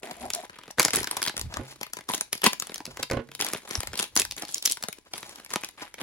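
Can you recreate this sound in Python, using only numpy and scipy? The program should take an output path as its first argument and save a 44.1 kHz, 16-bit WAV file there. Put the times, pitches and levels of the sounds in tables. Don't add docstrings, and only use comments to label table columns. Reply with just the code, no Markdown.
import sys
import numpy as np
from scipy import signal
from scipy.fft import rfft, irfft
from scipy.io import wavfile
from scipy.ndimage import uniform_filter1d

SR = 44100
rng = np.random.default_rng(int(sys.argv[2]) if len(sys.argv) > 2 else 0)


def transcribe(signal):
    frames = np.atleast_2d(signal).T
    limited = np.clip(frames, -1, 1)
    pcm = np.round(limited * 32767).astype(np.int16)
    wavfile.write(sys.argv[1], SR, pcm)


N = 265482

# (frequency [Hz], relative spectrum level [dB])
AIR_COLOUR = [(30, 31), (100, 29.5), (400, -6.5), (16000, -29.5)]
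# (delay left [ms], delay right [ms], level [dB])
NEAR_ECHOES = [(9.2, 9.7, -16.5)]
ECHO_DULL_HZ = 9000
# (low edge [Hz], high edge [Hz], relative energy [dB], t60 [s])
ROOM_TAIL = [(101.7, 330, -21.5, 0.87), (487, 1040, -11, 0.14), (1560, 5540, -10, 0.2),
             (4500, 7400, -19.5, 0.11), (7900, 36000, -18.5, 0.19)]
# (frequency [Hz], relative level [dB])
NEARBY_RINGS = [(841, -15.5), (999, -19), (2460, -17), (3603, -19.5)]
NEARBY_T60_S = 0.15
# (time [s], level [dB], spread of the swell [s])
SOFT_BUMPS = [(0.25, -52.5, 0.042), (0.99, -42.5, 0.037), (1.405, -44, 0.016), (1.46, -34.5, 0.02),
              (1.51, -48, 0.023), (1.595, -38.5, 0.018), (2.943, -58, 0.062), (3.789, -31, 0.0095),
              (3.9, -45.5, 0.031), (4.254, -53, 0.08)]
# (time [s], relative level [dB], contact sharpness [Hz])
TABLE_CONTACTS = [(1.589, -42, 500), (1.596, -37.5, 900), (1.613, -47, 900), (2.877, -45, 704),
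                  (2.995, -43, 1200), (3.111, -30, 1500), (3.135, -29, 920), (3.169, -32, 1370),
                  (3.19, -35, 900)]
# (nominal frequency [Hz], mean
# relative level [dB], t60 [s])
KNOCK_MODES = [(101, 7, 0.078), (136.8, 4, 0.34), (242.3, 5.5, 0.16), (282, 14, 0.034), (373, 5.5, 0.15),
               (460, -4.5, 0.37), (516, 7, 0.11), (544, 5.5, 0.14), (632, 0.5, 0.06), (685, 0, 0.071),
               (1070, -3, 0.17), (1460, 1, 0.13)]
# (frequency [Hz], width [Hz], relative level [dB])
BOX_PANELS = [(239.7, 14, 1), (390, 36, -3.5), (635, 107, -1.5), (800, 260, -6)]
# (time [s], spread [s], level [dB], relative hollow ring [dB], nominal hollow pitch [Hz])
BOX_RUBS = [(0.045, 0.012, -41.5, 0.5, 649.3), (0.1, 0.019, -41.5, -1, 701.4), (0.183, 0.01, -49.5, 4, 681),
            (0.247, 0.024, -37, 0, 756), (0.352, 0.0098, -43, -15, 687.7), (0.379, 0.017, -43, 11.5, 690.6),
            (0.438, 0.0033, -43, 9.5, 749.3)]
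HOLLOW_WIDTH_HZ = 51
# (time [s], spread [s], rasp level [dB], hiss level [dB])
FINGER_STROKES = [(1.136, 0.012, -38, -47), (1.182, 0.014, -34.5, -50), (1.536, 0.021, -41, -52),
                  (1.707, 0.021, -46.5, -43), (2.938, 0.065, -51.5, -54.5), (3.003, 0.0065, -36.5, -46),
                  (3.656, 0.0066, -45, -52), (5.07, 0.0076, -51, -63.5), (5.287, 0.067, -48.5, -48),
                  (5.828, 0.0056, -34, -52)]
# (frequency [Hz], relative spectrum level [dB])
RASP_COLOUR = [(250, -0.5), (900, 6), (1600, 1.5), (3000, -1)]
# (frequency [Hz], relative spectrum level [dB])
SHEET_COLOUR = [(120, -3.5), (320, 2), (700, -4), (1200, -4), (2800, -2)]
# (frequency [Hz], relative spectrum level [dB])
FACET_COLOUR = [(4000, 12), (6500, 10), (10000, 5), (14000, -5.5)]
# (time [s], length [s], relative level [dB], relative crispness [dB])
FINGER_GRIPS = [(0.025, 0.17, -41.5, -3.5), (0.201, 0.061, -42.5, -2.5), (0.338, 0.11, -42, -2.5),
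                (0.518, 0.17, -48, -16), (0.779, 0.06, -29.5, 0), (0.932, 0.064, -27, -1),
                (1.071, 0.4, -44, -8), (1.564, 0.16, -46, -5.5), (2.088, 0.065, -35, 0.5),
                (2.614, 0.18, -48, -1.5), (3.395, 0.18, -32, -2.5), (3.675, 0.12, -37.5, -1),
                (3.794, 0.2, -48, -5), (3.972, 0.052, -32.5, 0.5), (4.174, 0.0287, -45, 7),
                (4.374, 0.058, -38, -2.5), (4.477, 0.11, -46.5, 8), (4.639, 0.086, -45, 6),
                (5.15, 0.038, -40, 1), (5.229, 0.24, -50.5, -4.5), (5.494, 0.053, -38, 0),
                (5.61, 0.076, -45.5, 0), (5.777, 0.1, -43.5, -6), (5.982, .04, -39.5, -9)]
GRIP_ATTACK_S, GRIP_SAG_DB_PER_S, GRIP_RELEASE_DB_PER_S = 0.011, 38, 338.5
RESTING_DB = -59
BUCKLE_DB, BUCKLE_RANGE_DB = -43, 6.5
# (start [s], end [s], body level [dB], crisp level [dB])
RIP_RUNS = [(0.955, 0.971, -28, -24.5), (2.434, 2.467, -17.5, -23), (2.445, 2.473, -29, -27),
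            (3.991, 4.002, -35, -21), (4.178, 4.211, -23, -21.5), (4.694, 4.733, -47, -32.5)]
# (time [s], relative level [dB], pitch [Hz])
PACKET_POPS = [(0.977, -18.5, 374), (1.012, -23.5, 400), (2.44, -20, 408), (2.4707, -14.5, 246),
               (4.168, -23.5, 282), (4.202, -25, 394)]
POP_T60_S, POP_RISE_S = 0.027, 0.00017
# (time [s], relative level [dB], relative brightness [dB per octave], facet pitch [Hz])
CREASE_SNAPS = [(0.111, -40, -0.5, 696), (0.3028, -34.5, 3.5, 1740), (0.3349, -39.5, 5.5, 5700),
                (0.3488, -36, 5.5, 7800), (0.4965, -47.5, -0.5, 1620), (0.587, -45, -0.5, 1320),
                (0.635, -51, 0.5, 3290), (0.6565, -56, -1, 1680), (0.679, -50, -2.5, 1170),
                (0.7099, -51.5, 5.5, 5830), (0.784, -29.5, -2, 1580), (0.7961, -19, 1, 10300),
                (0.8022, -24, 1, 1750), (0.818, -42, 8.5, 6560), (0.8291, -31.5, 5.5, 1420),
                (0.8497, -24, 3, 6140), (0.8572, -30, -0.5, 9300), (0.882, -30, 2, 1320),
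                (0.906, -35, 3, 2630), (0.9338, -31, 2, 7790), (0.949, -29.5, 4, 1410),
                (0.9585, -38.5, 7.5, 8700), (0.9666, -41.5, 8.5, 2740), (0.9861, -35, 1.5, 1900),
                (1.031, -37.5, 3.5, 980), (1.043, -35.5, 3, 1640), (1.0722, -33.5, 2, 1450),
                (1.0746, -44, 3, 1400), (1.112, -31.5, 2.5, 9400), (1.168, -32, 3.5, 826),
                (1.172, -41, 5, 960), (1.218, -32, 2, 1690), (1.2278, -29, 3.5, 9000),
                (1.239, -41, 5, 9260), (1.252, -37.5, 3.5, 3260), (1.263, -32.5, 3.5, 1680),
                (1.2749, -30.5, 1, 3220), (1.281, -31.5, 3, 4760), (1.2957, -35, 0, 1670),
                (1.341, -51.5, -3, 830), (1.367, -35.5, 0.5, 9100), (1.378, -37, 2, 7790),
                (1.3949, -36.5, 4.5, 830), (1.413, -37, 3, 930), (1.5401, -38, 0.5, 5200),
                (1.5697, -34.5, 0, 1170), (1.8121, -35.5, 0, 870), (1.831, -35.5, 4, 2280),
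                (1.866, -46, 1, 830), (1.934, -36.5, 3.5, 1400), (1.969, -38.5, 1.5, 990),
                (1.988, -42, 0.5, 1700), (2.0087, -48.5, 0.5, 1990), (2.0888, -34, 0.8, 1140),
                (2.0984, -38.5, -4, 985), (2.136, -30.5, 1.5, 4000), (2.145, -37, 5, 6700),
                (2.1497, -45, 8, 8950), (2.1787, -40, 2.5, 7790), (2.2097, -31, 3, 9200),
                (2.329, -28, 3, 10800), (2.352, -40.5, 0.5, 9400), (2.3778, -49.5, 4, 4600),
                (2.418, -40.5, 3.5, 3290), (2.441, -22, 2, 970), (2.4636, -17, 1, 1010),
                (2.468, -20.5, 0, 2710), (2.476, -37, 6, 980), (2.5319, -32.5, 2.5, 1880),
                (2.599, -36.5, 4, 6900), (2.6223, -36, 2.5, 1380), (2.6702, -45.5, 4, 1380),
                (2.695, -44.5, -2, 4000), (2.719, -44.5, -1, 1920), (2.743, -41.5, 6.5, 2000),
                (2.7584, -41, 1.5, 5460), (2.78, -45.5, 2, 4500), (2.804, -43, -1.5, 960),
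                (2.8537, -42.5, 4, 5200), (2.8643, -44.5, 1.5, 3880), (2.971, -39.5, 1.5, 960),
                (3.027, -35.5, 0, 9150), (3.0296, -34.5, 3, 4630), (3.0331, -34.5, 1.5, 2720),
                (3.0997, -39, 0, 2000), (3.1125, -31, 0, 1310), (3.119, -37, -1.5, 1900),
                (3.133, -41, 0, 1300), (3.171, -42.5, -4, 1100), (3.288, -53, -1.5, 1650),
                (3.316, -47, 1, 3270), (3.3499, -41.5, 4, 3370), (3.402, -34, -0.5, 5500),
                (3.4109, -32.5, 5, 2740), (3.422, -30, 2, 740), (3.4464, -32.5, 2.5, 820),
                (3.465, -41, 5, 3910), (3.486, -41.5, 4.5, 7740), (3.5337, -31, 1, 9000),
                (3.5469, -37, -2.5, 3370), (3.709, -34.5, -0.3, 5560), (3.7322, -43, 2, 2800),
                (3.753, -33, 0.5, 5400), (3.8043, -35, 2, 9200), (3.832, -36, 1, 910),
                (3.872, -35, 3, 1450), (3.9325, -40, 1, 1610), (3.9401, -41.5, -1, 3260),
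                (3.955, -40.5, 2.5, 4060), (3.9764, -41.5, 2.5, 4650), (3.991, -34.5, 4.5, 3200),
                (3.997, -32, 0, 9260), (4.0073, -39, 2.5, 3240), (4.0269, -32.5, 3, 2720),
                (4.04, -42, 4, 3300), (4.155, -57, 15, 590), (4.1637, -22, 1.5, 9400),
                (4.174, -26.5, 4.5, 5660), (4.1976, -30, 5.5, 7660), (4.2176, -30.5, 4, 2320),
                (4.2507, -37.5, 4, 1420), (4.311, -41, 6, 4000), (4.321, -42, 3.5, 2970),
                (4.3655, -46, 2.5, 7300), (4.3808, -44, 5.5, 1960), (4.4218, -36.5, 2.5, 735),
                (4.4327, -42, -2, 1140), (4.451, -45.5, 2.5, 4500), (4.49, -43.5, 0.5, 4570),
                (4.5435, -37.5, 7, 6940), (4.556, -45, 2, 5440), (4.581, -47.5, 6, 5660),
                (4.625, -38.5, 5, 3670), (4.6535, -36, 6.5, 7240), (4.6568, -28, 6.5, 5400),
                (4.66, -31.5, 6, 7050), (4.675, -33.5, 3, 3900), (4.698, -40, 6.5, 5400),
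                (4.713, -44, 8, 7000), (4.721, -40, 8.5, 7800), (4.771, -40, 2.5, 1160),
                (4.8256, -39, 3.5, 1640), (4.837, -32.5, 1.4, 1150), (4.885, -34, 1, 9300),
                (4.9278, -43, 4.5, 2410), (5.136, -33, 0.5, 3130), (5.1793, -41, 2.5, 9200),
                (5.2291, -41, -0.5, 3100), (5.2933, -51, 2, 9260), (5.358, -50.5, 3.5, 1380),
                (5.4473, -51, 2.5, 11000), (5.462, -49.5, 1.5, 2280), (5.504, -45.5, 2, 6540),
                (5.5366, -32.5, 3, 1140), (5.5587, -27.5, 0.5, 1140), (5.635, -37, 0.5, 2600),
                (5.646, -40, 4.5, 3160), (5.6878, -47, 4, 1170), (5.9414, -44.5, 2, 2280),
                (6.0137, -34.5, -1, 1380)]
# (low edge [Hz], high edge [Hz], relative share [dB], t60 [ms], lateness [ms])
FILM_BANDS = [(126, 457, -1, 34.5, 1.3), (340, 860, -2.5, 18, 0.23), (760, 2680, 3, 21, 0.36),
              (2880, 5560, 0.5, 17.5, 0.028), (4760, 8540, 0.5, 10, 0.0084), (7900, 12140, -6.5, 12.4, .02),
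              (11200, 16000, -12, 7.7, .01)]
# (time [s], mean lead at the left microphone [ms])
FINGER_PLACE = [(0, 0.075), (.85, 0.06), (1.3, 0.052), (1.95, 0.11), (2.5, 0.095), (3.05, -0.017),
                (3.75, 0.099), (4.2, 0.041), (4.62, -0.036), (4.85, 0.11), (6.0, 0.0043)]
SNAP_PIVOT_HZ, SNAP_TOP_HZ = 1900, 9500
NARROW_DB_PER_OCTAVE, NARROW_LOSS_DB = 4, 2.5
TREBLE_HZ, TREBLE_LAG_SAMPLES, CUTOFF_HZ = 8000, 8, 16000


def from_db(db):
    return 10 ** (np.asarray(db) / 20)


def rms_one(x):
    return x / np.sqrt(np.mean(x ** 2) + 1e-20)


def band(x, low, high):
    high = min(high, .45 * SR)
    sos = signal.butter(2, [min(low, .9 * high), high], "band", fs=SR, output="sos")
    return signal.sosfilt(sos, x + 1e-18)


def coloured(x, spectrum, low, high):
    hz, db = np.transpose(spectrum)
    f = np.maximum(np.fft.rfftfreq(N, 1 / SR), 1)
    colour = from_db(np.interp(np.log(f), np.log(hz), db))
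    return rms_one(band(irfft(rfft(x) * colour, N), low, high))


def drift(rate):
    knots = rng.standard_normal(N // 20)
    return rms_one(np.interp(np.arange(N) / SR * rate, np.arange(len(knots)), knots))


def evened(x):
    return rms_one(x / np.sqrt(np.abs(uniform_filter1d(x ** 2, SR // 30)) + 1e-12))


def resonance(x, hz, width):
    return signal.lfilter(*signal.iirpeak(hz, hz / width, fs=SR), x)


def swell(t, centre, spread):
    return np.exp(-.5 * ((t - centre) / spread) ** 2)


def add(out, x, s):
    i = int(np.clip(round(s * SR), 0, N - 1))
    out[..., i:i + x.shape[-1]] += x[..., :N - i]


def placed(x, lead_ms, pan_db, detour=0.85, shadow_hz=330):
    size = x.shape[-1]
    f = np.fft.rfftfreq(size, 1 / SR)
    short = f ** 2 / (f ** 2 + shadow_hz ** 2)
    delay_ms = lead_ms * (1 + detour / (1 + (f / 1500) ** 2))
    turn = np.exp(1j * np.pi * f * delay_ms / 1000) * from_db(pan_db * short / 2)
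    return np.array([irfft(rfft(x) * turn, size), irfft(rfft(x) / turn, size)])


def room_air():
    noise = rng.standard_normal(N) + .5 * rng.standard_normal((2, N))
    return from_db(-70) * coloured(noise, AIR_COLOUR, 29, 16000)


def sympathy(t):
    ring = 0
    for hz, db in NEARBY_RINGS:
        ring = ring + from_db(db) * np.sin(2 * np.pi * hz * t + rng.uniform(-0.53, 1, (2, 1)))
    return ring * from_db(-60 * t / NEARBY_T60_S) / np.sqrt(NEARBY_T60_S * SR)


def room(x, onset_s=0.0058):
    t = np.arange(SR // 2) / SR
    response, onset = np.zeros((2, len(t))), np.clip(t / onset_s - .5, 0, 1)
    for low, high, db, t60 in ROOM_TAIL:
        tail = band(rng.standard_normal(response.shape), low, high)
        tail = rms_one(tail * onset * from_db(-60 * t / t60))
        response += tail * from_db(db) * np.sqrt(2 * (high - low) / SR / len(t))
    response += onset * sympathy(t)
    reflection = signal.lfilter(*signal.butter(1, ECHO_DULL_HZ, fs=SR), t == 0)
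    for *delays_ms, db in NEAR_ECHOES:
        for side, ms in enumerate(delays_ms):
            response[side] += from_db(db) * np.roll(reflection, round(ms * SR / 1000))
    return x + signal.fftconvolve(x, response, axes=1)[:, :N]


def bumps(low_hz=40, high_hz=110, apart=0.25):
    t = np.arange(N) / SR
    level = sum(from_db(db) * swell(t, s, spread) for s, db, spread in SOFT_BUMPS)
    rumble, side = (evened(band(rng.standard_normal(N), low_hz, high_hz)) for _ in range(2))
    return (placed(rumble, -.05, -1.2) + apart * side * [[1], [-1]]) * level


def table_knocks(clatter_db=4.5, clatter_s=0.019, rattle_db=4.0):
    t, out = np.arange(SR // 2) / SR, np.zeros(N)
    hz, mode_db, t60 = np.transpose(KNOCK_MODES)[:, :, None]
    for s, db, sharp_hz in TABLE_CONTACTS:
        strength = from_db(mode_db + 2 * rng.standard_normal(hz.shape)) * rng.choice([-1, 1], hz.shape)
        detune = 1 + .02 * rng.standard_normal(hz.shape)
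        modes = strength * np.sin(2 * np.pi * hz * detune * t) * from_db(-60 * t / t60)
        rattle = from_db(clatter_db + rattle_db * drift(400)[:len(t)])
        clatter = band(rng.standard_normal(len(t)), 100, 2900) * np.exp(-t / clatter_s) * rattle
        contact = signal.butter(1, sharp_hz, fs=SR)
        add(out, from_db(db) * signal.lfilter(*contact, modes.sum(0) / 2 + clatter), s)
    return placed(out, -0.014, -11.5)


def box_rubs(hollow_db=-4.5, judder_db=2.0, waver=0.0252):
    t = np.arange(N) / SR
    times, *_, hollow_hz = np.transpose(BOX_RUBS)
    mean_hz = hollow_hz.mean()
    friction = rng.standard_normal(N) * from_db(judder_db * drift(87.8))
    panels = 0
    for k, (hz, width, db) in enumerate(BOX_PANELS):
        panels = panels + (-1) ** k * from_db(db) * resonance(friction, hz, width)
    panels = rms_one(band(panels, 110, 2800))
    hollow = resonance(resonance(friction, mean_hz, HOLLOW_WIDTH_HZ), mean_hz, HOLLOW_WIDTH_HZ)
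    hollow = evened(hollow) * from_db(hollow_db)
    bend = np.interp(t, times, hollow_hz) / mean_hz * (1 + waver * drift(34.85))
    hollow = np.interp(np.cumsum(bend) / SR, t, hollow)
    out = 0
    for s, spread, db, ring_db, _ in BOX_RUBS:
        out = out + from_db(db) * swell(t, s, spread) * (panels + from_db(ring_db) * hollow)
    return placed(out, 0.11, 1.2)


def film(cracks, body, crisp):
    sheet = coloured(cracks, SHEET_COLOUR, 160, 3500)
    facets = coloured(cracks, FACET_COLOUR, 2440, 14600)
    return body * sheet + crisp * facets


def finger_rubs(judder_db=4.0):
    t, rasp, hiss = np.arange(N) / SR, 0, 0
    for s, spread, rasp_db, hiss_db in FINGER_STROKES:
        stroke = swell(t, s, spread)
        rasp, hiss = rasp + stroke * from_db(rasp_db), hiss + stroke * from_db(hiss_db)
    friction = rng.standard_normal(N) * from_db(judder_db * drift(170))
    rub = rasp * coloured(friction, RASP_COLOUR, 74, 4800) + film(friction, 0, hiss)
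    return placed(rub, 0.12, 1)


def tiny_cracks(per_s, spread_db, clump_db, rub, ring_ms, facet_db=9):
    out, ms = 0, np.arange(256) / SR * 1000
    busy = from_db(clump_db * drift(45))
    pitches = np.geomspace(700, 11000, 16)
    leads_ms = rng.permutation(np.linspace(-.03, .15, len(pitches)))
    for hz, lead_ms in zip(pitches, leads_ms):
        born = rng.random(N) < per_s * busy / len(pitches) / SR
        sizes = from_db(spread_db * np.minimum(rng.exponential(1, N), 3))
        snap = rng.standard_normal(len(ms)) * np.exp(-ms / ring_ms)
        facet = snap + from_db(facet_db) * resonance(snap, hz, hz / 2)
        pair = placed(np.pad(facet, 16), lead_ms, 2.2)
        out = out + signal.oaconvolve((born * sizes)[None], pair, axes=1)[:, :N]
    return rms_one(out) + rub * rng.standard_normal((2, N))


def grip(s, length):
    age = np.arange(N) / SR - s
    sag_db = GRIP_SAG_DB_PER_S * np.maximum(age, 0)
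    loss_db = sag_db + GRIP_RELEASE_DB_PER_S * np.maximum(age - length, 0)
    return np.clip(age / GRIP_ATTACK_S + .5, 0, 1) * from_db(-np.minimum(loss_db, 100))


def crinkle(slide_db=-1.5, judder_db=8.5):
    body = crisp = from_db(RESTING_DB)
    for s, length, db, crispness_db in FINGER_GRIPS:
        pressure = from_db(db) * grip(s, length)
        body, crisp = body + pressure, crisp + pressure * from_db(crispness_db)
    buckling = 1 / (1.0 + np.exp((BUCKLE_DB - 20 * np.log10(body)) / BUCKLE_RANGE_DB))
    cracks = tiny_cracks(per_s=700, spread_db=3.3, clump_db=2.5, rub=.22, ring_ms=0.55)
    slide = placed(rng.standard_normal(N), 0.051, 1.4) + .5 * rng.standard_normal((2, N))
    slide = slide * from_db(judder_db * drift(150))
    crackle = np.sqrt(buckling) * film(cracks, body, crisp)
    return crackle + np.sqrt(1 - buckling) * from_db(slide_db) * film(slide, body, crisp)


def rips(start_share=0.51, release_s=0.00046):
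    t, body, crisp = np.arange(N) / SR, 0, 0
    for start, end, body_db, crisp_db in RIP_RUNS:
        corners = np.sort([start - release_s, start, end, end + release_s])
        force = np.interp(t, corners, [0, start_share, 1, 0])
        body, crisp = body + force * from_db(body_db), crisp + force * from_db(crisp_db)
    cracks = tiny_cracks(per_s=1800, spread_db=1.0, clump_db=-3.5, rub=0.073, ring_ms=1.0)
    return film(cracks, body, crisp)


def pops():
    t, out = np.arange(SR // 5) / SR, np.zeros(N)
    for s, db, hz in PACKET_POPS:
        envelope = (1 - np.exp(-t / POP_RISE_S)) * from_db(db - 60 * t / POP_T60_S)
        add(out, np.sin(2 * np.pi * hz * t) * envelope, s)
    return placed(band(out, 70, 9000), 0.077, 1.5)


def snaps():
    gain_db, tilt_db, uneven_db = -3.0, -0.51, 1.5
    facet_db, facet_width, rise_ms = 4.5, 0.2, 0.15
    fade_in_db, fade_in_ms, click_db, click_ms = -22, 3.7, -1.5, 0.37
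    left_db, pan_db_per_ms, scatter_ms = 1.5, 16, 0.059
    size, margin = 1536, 256
    times, level_db, bright_db, facet_hz = np.transpose(CREASE_SNAPS)
    ms = (np.arange(size) - margin) / SR * 1000
    cracks = 0
    for low, high, share_db, t60_ms, late_ms in FILM_BANDS:
        octaves = np.log2(min(np.sqrt(low * high), SNAP_TOP_HZ) / SNAP_PIVOT_HZ)
        extra_bright = np.maximum(bright_db - NARROW_DB_PER_OCTAVE, 0)
        db = level_db + (bright_db + tilt_db) * octaves
        db = db - NARROW_LOSS_DB * extra_bright * (low < SNAP_PIVOT_HZ)
        age = np.maximum(ms - late_ms, 0)
        ringing = (1 - np.exp(-age / rise_ms)) * from_db(-60 * age / t60_ms)
        fade_in = from_db(fade_in_db) * np.exp(-abs(ms) / fade_in_ms)
        click = from_db(click_db) * (age > 0) * np.exp(-age / click_ms)
        chance = rng.standard_normal((len(times), size + 1))
        ring = band(chance[:, 1:] * (ringing + fade_in + click), low, high)
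        ring /= np.sqrt((ring ** 2).sum(1, keepdims=True) / (.005 * SR))
        cracks = cracks + ring * from_db(db + share_db + gain_db + uneven_db * chance[:, 0])[:, None]
    facets = [resonance(crack, hz, hz * facet_width) for crack, hz in zip(cracks, facet_hz)]
    cracks = cracks + from_db(facet_db) * np.array(facets)
    lead_ms = np.interp(times, *np.transpose(FINGER_PLACE)) + scatter_ms * rng.standard_normal(len(times))
    lead_ms = lead_ms[:, None]
    pairs, out = placed(cracks, lead_ms, left_db + pan_db_per_ms * lead_ms), np.zeros((2, N))
    for k, s in enumerate(times):
        add(out, pairs[:, k], s - margin / SR)
    return out


def scene():
    packet = finger_rubs() + crinkle() + rips() + pops() + snaps()
    return room(packet + box_rubs() + table_knocks()) + bumps() + room_air()


def record(dry, treble_db=2.0, treble_width=0.86):
    f, both = np.fft.rfftfreq(N, 1 / SR), rfft(dry)
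    top = np.clip((f - TREBLE_HZ) / 300 + .5, 0, 1)
    shared = both[0] * from_db(treble_db)
    left = shared * np.exp(-2j * np.pi * f * TREBLE_LAG_SAMPLES / SR)
    right = (shared + treble_width * both[1]) / np.hypot(1, treble_width)
    out = np.tanh(irfft(both * (1 - top) + np.array([left, right]) * top, N))
    return signal.sosfilt(signal.ellip(12, .5, 90, CUTOFF_HZ, fs=SR, output="sos"), out)


dry = scene()
out = record(dry)
transcribe(out)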